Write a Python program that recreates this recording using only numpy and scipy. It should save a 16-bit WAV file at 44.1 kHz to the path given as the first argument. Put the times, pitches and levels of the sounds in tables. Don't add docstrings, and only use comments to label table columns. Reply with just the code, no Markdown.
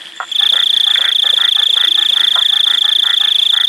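import sys
import numpy as np
from scipy import signal
from scipy.fft import rfft, irfft
from scipy.io import wavfile
from scipy.ndimage import uniform_filter1d

SR = 44100
rng = np.random.default_rng(int(sys.argv[2]) if len(sys.argv) > 2 else 0)


def dump_mix(stems):
    frames = np.atleast_2d(stems).T
    limited = np.clip(frames, -1, 1)
    pcm = np.round(limited * 32767).astype(np.int16)
    wavfile.write(sys.argv[1], SR, pcm)


def attenuation_scalar(level_db):
    decades = np.asarray(level_db, float) / 20
    return 10 ** decades


N = 162288
HZ = np.fft.rfftfreq(N, 1 / SR)


def read(points, hz):
    f, value = np.transpose(points)
    return np.interp(np.log(hz + 1), np.log(f + 1), value)


def evened(x):
    return x / np.sqrt(np.mean(x ** 2) + 1e-20)


def add(mix, s, sound):
    part = mix[max(round(s * SR), 0):][:len(sound)]
    part += sound[:len(part)]


def slow(per_s, size):
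    poles = [np.exp(-2 * np.pi * per_s / SR)] * 2
    return evened(signal.lfilter([1], np.poly(poles), rng.standard_normal(size)))


def pair(gain, same):
    a, b = rfft(rng.standard_normal((2, N)))
    same = np.clip(same, 0, 1)
    right = same * a + np.sqrt(1 - same ** 2) * b
    return evened(irfft(gain * np.array([a, right]), N))


def band(hz, wide_hz, same):
    return pair(1 / (1 + ((HZ - hz) / wide_hz * 2) ** 2), same)


def ring(hz, db, rise_ms, fall_ms, turn=.0):
    ms = np.arange(-8, 30, 1000 / SR)
    env = attenuation_scalar(db) * np.exp(-abs(ms) / np.where(ms < 0, rise_ms, fall_ms))
    return env * np.cos(2 * np.pi * (hz * ms / 1000 + turn + 0.1 * rng.standard_normal()))


# (crest t/s, crest level/dB, start before the crest t/ms)
CHIRPS = [(0.3239, -11.0, 8.7), (0.3623, -7.5, 14), (0.3991, -4.0, 16), (0.4344, -4, 13.6),
          (0.4675, -4, 14.4), (0.5018, -4, 12.2), (0.5355, -3.5, 11.3), (0.5693, -5, 13.3),
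          (0.6034, -5, 13.7), (0.6367, -5, 13.7), (0.671, -5, 13.4), (0.7056, -4.5, 13), (0.741, -5, 12.6),
          (0.7739, -3.5, 9.6), (0.809, -4, 9.9), (0.8439, -5, 11.9), (0.879, -4, 13), (0.9137, -4.5, 12.8),
          (0.9502, -4.5, 14), (0.9827, -5, 10), (1.019, -5, 11.3), (1.055, -6, 12.3), (1.0912, -6, 13.5),
          (1.126, -6.5, 11), (1.1616, -4.5, 14.2), (1.1973, -5.0, 15.3), (1.2324, -4.7, 12.8),
          (1.2699, -4.5, 16), (1.3042, -4, 14), (1.3415, -4.5, 15.5), (1.3788, -4, 14.4),
          (1.4171, -5, 16.5), (1.4527, -4, 15.2), (1.4902, -4.5, 13), (1.5263, -4.9, 15.5),
          (1.5609, -4.5, 12.7), (1.598, -4.4, 15.8), (1.6346, -4, 14.2), (1.6697, -4.5, 14),
          (1.7057, -4.6, 14), (1.7404, -4.5, 13.4), (1.7768, -4, 13.6), (1.8139, -5, 19.1),
          (1.8488, -4, 15.4), (1.8839, -4.5, 13), (1.921, -4.5, 12.5), (1.9564, -5, 13), (1.9919, -4, 16.6),
          (2.0283, -5.2, 17.6), (2.064, -5.5, 16.5), (2.099, -4.5, 12.7), (2.1358, -4.6, 16.3),
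          (2.1733, -4.5, 14.2), (2.209, -4, 13.3), (2.2464, -4, 14), (2.283, -4, 14.4),
          (2.3195, -5.5, 14.0), (2.3558, -4.5, 17.8), (2.3913, -5, 16.3), (2.4266, -4.5, 15.5),
          (2.463, -4.5, 16), (2.5002, -4.8, 16.6), (2.536, -4.5, 15.4), (2.5701, -4.7, 13.5),
          (2.607, -4.5, 14.5), (2.6428, -4.3, 13.3), (2.6786, -4, 15.2), (2.7116, -4.3, 13.3),
          (2.7483, -5, 14.4), (2.7848, -5.5, 12.5), (2.8214, -5.0, 13), (2.8558, -4.8, 12.7),
          (2.8926, -5, 14), (2.9286, -4.5, 15.2), (2.9629, -4, 12.5), (2.9979, -4.7, 13.2),
          (3.034, -4.5, 13.7), (3.0706, -5, 14.7), (3.1062, -5.9, 13), (3.1426, -5.5, 13.7),
          (3.1787, -5.1, 15), (3.2146, -4.6, 16), (3.2512, -5.2, 15.2), (3.2863, -5.6, 14.3),
          (3.322, -4.5, 18), (3.3596, -4.5, 15.3), (3.3956, -4.5, 11.1), (3.431, -4.5, 15.7),
          (3.468, -4.6, 17), (3.5045, -4.4, 15.6), (3.5403, -4, 17.7), (3.5761, -4.5, 13.7),
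          (3.6122, -5, 12.7), (3.649, -4.5, 14.3), (3.6852, -5, 15.5)]
# (t/ms from the crest, level/dB, f/Hz)
STROKE = [(-15, -9.5, 3720), (-11, -6, 3650), (-10, -2.5, 3595), (-5, -3, 3530), (-2.5, 0.5, 3465),
          (1, 1, 3377), (4.5, -3.5, 3250), (7, -9.5, 3112), (10.5, -14, 3186), (10, -12.5, 3115),
          (12.5, -30, 3230), (13, -51, 2920)]
# (multiple of the pitch, loudest at f/Hz, width f/Hz, level/dB added there, level/dB everywhere)
OVERTONES = [(2, 6418, 150, -21, -44), (3, 10160, 390, -27.5, -45.5), (4, 12700, 1100, -38, -43)]
START_MS, LATE_MS = 1.62, 9.54
WOBBLE_DB, SOFT_MS_PER_DB = .3, .35
WOBBLE_HZ, WARM_HZ_PER_DB = 11.5, 10.5
OVERSHOOT_HZ, OVERSHOOT_MS = 216, 0.98
TAIL_MS = 7.5
BLIP_DB, BLIP_HZ, BLIP_MS = -42, 13000, 13.5
TICK_MS = 0.75


def trill():
    out, stroke, ticks = np.zeros(N), np.zeros(N), np.zeros(N)
    ms = np.arange(-20, 16, 1000 / SR)
    at, level, pitch = np.transpose(STROKE)
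    driven = np.clip((TAIL_MS - ms) / 1.5, 0, 1)
    for s, db, lead in CHIRPS:
        start = s + ms[0] / 1000
        onset_ms = np.clip(START_MS * (lead - LATE_MS) / 3.5, .7, 3) + SOFT_MS_PER_DB * max(-4 - db, 0)
        env = attenuation_scalar(db + np.interp(ms, at, level) + WOBBLE_DB * slow(140, len(ms)))
        env *= np.clip((ms + lead) / onset_ms + .5, 0, 1) ** 2
        hz = np.interp(ms, at, pitch) + WOBBLE_HZ * slow(186, len(ms)) + WARM_HZ_PER_DB * (db + 5.0)
        hz += OVERSHOOT_HZ * (db > -6.7) * np.exp(-np.maximum(ms + lead, 0) / OVERSHOOT_MS)
        phase = 2 * np.pi * (np.cumsum(hz) / SR + rng.random())
        tone = np.sin(phase)
        for k, best, wide, top_db, low_db in OVERTONES:
            gain = attenuation_scalar(top_db) * np.exp(-.5 * ((k * hz - best) / wide) ** 2) + attenuation_scalar(low_db)
            tone += driven * gain * np.sin(k * phase)
        blip = attenuation_scalar(db + BLIP_DB + 3.5 * rng.standard_normal()) * np.exp(-.5 * (ms - BLIP_MS) ** 2)
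        blip *= np.sin(2 * np.pi * BLIP_HZ * ms / 1000)
        tick = attenuation_scalar(db + 2 * rng.standard_normal()) * np.exp(-.5 * ((ms + lead) / TICK_MS) ** 2)
        add(out, start, env * tone + blip)
        add(stroke, start, env)
        add(ticks, start, tick)
    return out, scrape_and_floor(stroke, ticks)


# (f/Hz, level/dB)
SCRAPE = [(400, -70), (2000, -21), (4200, 2.5), (6000, -1), (9000, -14), (12000, -2), (15000, -11)]
SCRAPE_DB, TICK_DB = -43, -46.5
FLOOR_DB, FLOOR_S = -41.5, 0.029
FLOOR_VARIES_DB = 5


def scrape_and_floor(stroke, ticks):
    smoothed = uniform_filter1d(stroke, int(FLOOR_S * SR))
    noise = pair(attenuation_scalar(read(SCRAPE, HZ)), 0.92)
    treble_floor = attenuation_scalar(FLOOR_DB + FLOOR_VARIES_DB * slow(90, N)) * smoothed
    rub = noise * (attenuation_scalar(SCRAPE_DB) * stroke + treble_floor + attenuation_scalar(TICK_DB + 15.0) * ticks)
    return rub + attenuation_scalar(TICK_DB) * ticks * band(5500, 1500, 0.98)


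# (first pulse t/s, last pulse t/s, pulses, level/dB)
SHARP_CROAKS = [(.537, .627, 9, -13.5), (.994, 1.106, 10, -13), (1.389, 1.481, 9, -12),
                (1.771, 1.873, 10, -13.5), (2.163, 2.265, 10, -14), (2.67, 2.772, 10, -14),
                (3.044, 3.143, 10, -13), (3.535, 3.634, 10, -14)]
RINGING_CROAKS = [(.41, .474, 6, -17.5), (.871, .947, 7, -19.5), (1.243, 1.316, 7, -18),
                  (1.569, 1.655, 8, -19), (1.975, 2.064, 8, -18.5), (2.527, 2.616, 8, -19),
                  (2.843, 2.931, 8, -19), (3.211, 3.299, 8, -19.5)]
# (first f/Hz, last f/Hz, lead-in pulse level/dB, first level/dB,
# level/dB at 60 % of the call, last level/dB, rise t/ms, fall t/ms)
SHARP_THROAT = [(1743, 1907, -14.5, -5.5, 2.5, -5.5, 0.79, 1.43),
                (1380, 1400, -18, -7.5, -10, -11, 1.8, 0.94), (858, 840, -18, -17.5, -17, -35, 1.9, 1.3),
                (1096, 1660, -39, -16, -20, -20, 1.8, 2.1)]
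RINGING_THROAT = [(1738, 1750, -10.5, -5, -1, -9, 0.21, 8.8), (1310, 1404, -33, -4.5, -1.5, -7, 1.35, 0.7),
                  (786, 905, -16.5, -12.5, -18, -33, 1.8, 7.5), (1134, 3060, -61, -12, -5, -24, 1.7, 2.4)]
LEAD_IN_S, FIRST_GAP, JITTER_MS = .013, .74, .4


def croaks(rows, throat):
    out = np.zeros(N)
    for first, last, pulses, db in rows:
        steps = np.maximum(np.arange(round(pulses)) - 1 + FIRST_GAP, 0)
        lead_in = sum(ring(a, db + soft, 1.5, fall) for a, b, soft, p, q, r, rise, fall in throat)
        add(out, first - LEAD_IN_S - .008, lead_in)
        for u in steps / steps[-1]:
            s = first + u * (last - first) + JITTER_MS / 1000 * rng.standard_normal()
            size = 0.92 * rng.standard_normal()
            pulse = sum(ring(a + (b - a) * u, db + size + np.interp(u, [0, .6, 1], [p, q, r]), rise, fall)
                        for a, b, soft, p, q, r, rise, fall in throat)
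            add(out, s - .008, pulse)
    return out


QUACK_FADE_DB, BRIGHTEN_DB = -15.5, 5
UNEVEN, UNEVEN_DB = .24, 2.5


def rough(rows, throat):
    out = np.zeros(N)
    for s, length, db, rate in rows:
        for k, (late, size) in enumerate(rng.standard_normal((40, 2))):
            t = (k + UNEVEN * late * (k > 0)) / rate
            if t >= length:
                continue
            pulse = 0
            for hz, mode_db, fall in throat:
                fade_db = (QUACK_FADE_DB + BRIGHTEN_DB * np.log2(hz / 1300)) * t / length
                pulse_db = db + mode_db + fade_db + UNEVEN_DB * size * (k > 0)
                pulse = pulse + ring(hz, pulse_db, 0.69, fall, 0.23 + 0.062 * k * late)
            add(out, s + t - .008, pulse)
    return out


# (t/s, length t/s, level/dB, pulses per s)
QUACKS = [(.2022, 0.043, -8.5, 135), (2.358, 0.057, -11, 150), (2.333, 0.02, -31.5, 200)]
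RASPS = [(.958, 0.012, -7, 84.8), (1.02, 0.026, -23, 113.7), (1.044, .075, -14.5, 109.9)]
GRUNTS = [(.52, 0.034, -31, 89.4), (.545, 0.063, -25, 89.6), (.985, 0.18, -29, 88.5),
          (1.245, 0.12, -28.5, 89.7)]
# (f/Hz, level/dB, fall t/ms)
QUACK_THROAT = [(734, -10, 2.9), (1010, -8.5, 2.4), (1330, -0.5, 1.56), (1500, -16, 3.7),
                (1890, -14.5, 4.8)]
RASP_THROAT = [(1550, -4.5, 3.4), (1880, 0.5, 1.8), (2210, -8, 3.2), (2440, -15, 1.8)]
GRUNT_THROAT = [(557, -0.5, 2.9), (660, -2, 1.6), (328, -2.5, 5.1)]
# (t/s, level/dB, f/Hz)
PLOPS = [(2.11, -34.5, 560), (1.333, -25, 523), (1.608, -36.5, 510), (1.688, -34.5, 494), (1.762, -32, 506),
         (1.837, -30, 504)]
PLOP_MS = 4.7


def quacks():
    out = rough(QUACKS, QUACK_THROAT) + rough(RASPS, RASP_THROAT) + rough(GRUNTS, GRUNT_THROAT)
    for s, db, hz in PLOPS:
        add(out, s - .008, ring(hz, db, 1.6, PLOP_MS) + ring(1.3 * hz, db, 1.0, 0.27 * PLOP_MS))
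    return out


# (start t/s, length t/s, level/dB)
BUZZES = [(.135, .235, -44.5), (.49, 0.2, -48), (.86, 0.21, -45.5), (1.22, 0.22, -48), (1.6, .19, -46),
          (1.95, 0.21, -46), (2.29, .23, -47), (2.66, 0.2, -47.5), (2.99, 0.26, -49), (3.37, .21, -47.5)]
BUZZ_HZ, BUZZ_WIDE_HZ = 7250, 330
BUZZ_FROM_PER_S, BUZZ_TO_PER_S = 95, 175


def buzz():
    env = np.zeros(N)
    for s, length, db in BUZZES:
        t = np.arange(0, length, 1 / SR)
        turns = np.cumsum(np.interp(t / length, [0, .35], [BUZZ_FROM_PER_S, BUZZ_TO_PER_S])) / SR
        fade = np.clip(np.minimum(t / 0.029, (length - t) / 0.024), 0, 1)
        add(env, s, attenuation_scalar(db) * fade * (0.28 + 1.7 * np.exp(-(turns % 1) / 0.52)))
    return env * band(BUZZ_HZ, BUZZ_WIDE_HZ, 0.68) * attenuation_scalar(np.array([[-.8], [.8]]))


# (t/s, level/dB)
FAR_TICKS = [(.007, -25), (.0185, -14), (.0575, -19), (.0705, -19), (.1225, -21), (.1745, -26), (.222, -35)]
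FAR_TRILL_PER_S, FAR_TRILL_S, FAR_TRILL_DB = 26.6, .027, -33.5
FAR_TRILL_HZ, FAR_FALL_HZ = 3485, 343


def far_cricket():
    u = (FAR_TRILL_PER_S * (np.arange(N) / SR - FAR_TRILL_S) + .5) % 1 - .5
    env = attenuation_scalar(FAR_TRILL_DB + 3.9 * slow(15, N)) * np.exp(-.5 * (u / 0.12) ** 2)
    out = env * np.sin(2 * np.pi * np.cumsum(FAR_TRILL_HZ - FAR_FALL_HZ * u) / SR)
    for s, db in FAR_TICKS:
        add(out, s - .008, ring(3230, db, 0.62, 0.82) + ring(2940, db - 6, 0.39, 0.71))
    return out


# (f/Hz, width f/Hz, throbs per s, first throb t/s, throb depth level/dB, level/dB)
FAR = [(3370, 260, 15, 0.025, 10, -37.5), (1804, 320, 71, 0.0099, 6, -40),
       (8850, 870, 7.8, 0.034, 14, -59.5), (336, 51, 7.5, 0.083, -1, -59.5)]
# (t/s, level/dB)
FAR_RATTLE = [(0, -55), (.3, -44), (.36, -37), (.47, -36), (.85, -61), (.9, -38), (1.2, -45), (2.0, -38.5),
              (2.1, -35), (2.2, -42.5), (3.15, -59), (3.22, -36.5), (3.45, -37.5), (3.5, -51)]
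RATTLE_HZ = 2676
# (f/Hz, level/dB)
AIR = [(20, -60), (40, -33), (70, -24), (150, -8), (400, -8), (900, -4.5), (1500, -4), (2300, -3),
       (4000, -4.5), (6000, -15), (10000, -14.5), (15000, -37)]
AIR_DB = -40
# (f/Hz, likeness 0..1)
SAME = [(30, 0.34), (150, 0.56), (400, 0.42), (1000, 0.93), (4000, .8), (12000, 1)]


def chorus():
    t = np.arange(N) / SR
    out = attenuation_scalar(AIR_DB + 2.6 * slow(4.9, N)) * pair(attenuation_scalar(read(AIR, HZ)), read(SAME, HZ))
    for hz, wide, rate, first, depth_db, db in FAR:
        throb = np.cos(2 * np.pi * (rate * (t - first) + 0.027 * slow(2.2, N)))
        out += attenuation_scalar(db + depth_db / 2 * throb + 4.6 * slow(2.9, N)) * band(hz, wide, 0.84)
    rattle = attenuation_scalar(np.interp(t, *np.transpose(FAR_RATTLE)) + 2.4 * slow(35, N))
    return out + rattle * band(RATTLE_HZ, 680, 0.92)


BANK_T60, SHARED = 0.068, 0.61


def bank(x, wet_db):
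    t = np.arange(int(.25 * SR)) / SR
    taps = rng.standard_normal((3, len(t))) * (rng.random((3, len(t))) < .05)
    taps *= attenuation_scalar(-60 * t / BANK_T60) * (t > .002)
    taps = SHARED * taps[0] + (1 - SHARED) * taps[1:]
    echoes = signal.fftconvolve(x[None], taps / np.linalg.norm(taps[0]), axes=1)[:, :N]
    return x + attenuation_scalar(wet_db) * echoes


TRILL_WET_DB, FROG_WET_DB, LOW_CUT_HZ = -21.5, -6.5, 432


def scene():
    tone, rub = trill()
    frogs = bank(croaks(SHARP_CROAKS, SHARP_THROAT), FROG_WET_DB) * attenuation_scalar(np.array([[.3], [-.3]]))
    frogs += bank(croaks(RINGING_CROAKS, RINGING_THROAT), FROG_WET_DB)
    frogs += bank(quacks(), FROG_WET_DB) * attenuation_scalar(np.array([[-.8], [.8]]))
    frogs = signal.sosfilt(signal.butter(4, LOW_CUT_HZ, "high", fs=SR, output="sos"), frogs)
    near = bank(tone, TRILL_WET_DB) * attenuation_scalar(np.array([[-.3], [.3]])) + rub
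    return near + frogs + buzz() + chorus() + bank(far_cricket(), -8.5)


def top_cut(x):
    return signal.sosfilt(signal.butter(12, 15690, fs=SR, output="sos"), x)


def record(dry):
    low_pass = signal.firwin(255, 15700, window=("kaiser", 9), fs=SR)
    mix = signal.oaconvolve(dry, low_pass[None], "same")
    return top_cut(mix)


dry = scene()
out = record(dry)
dump_mix(out)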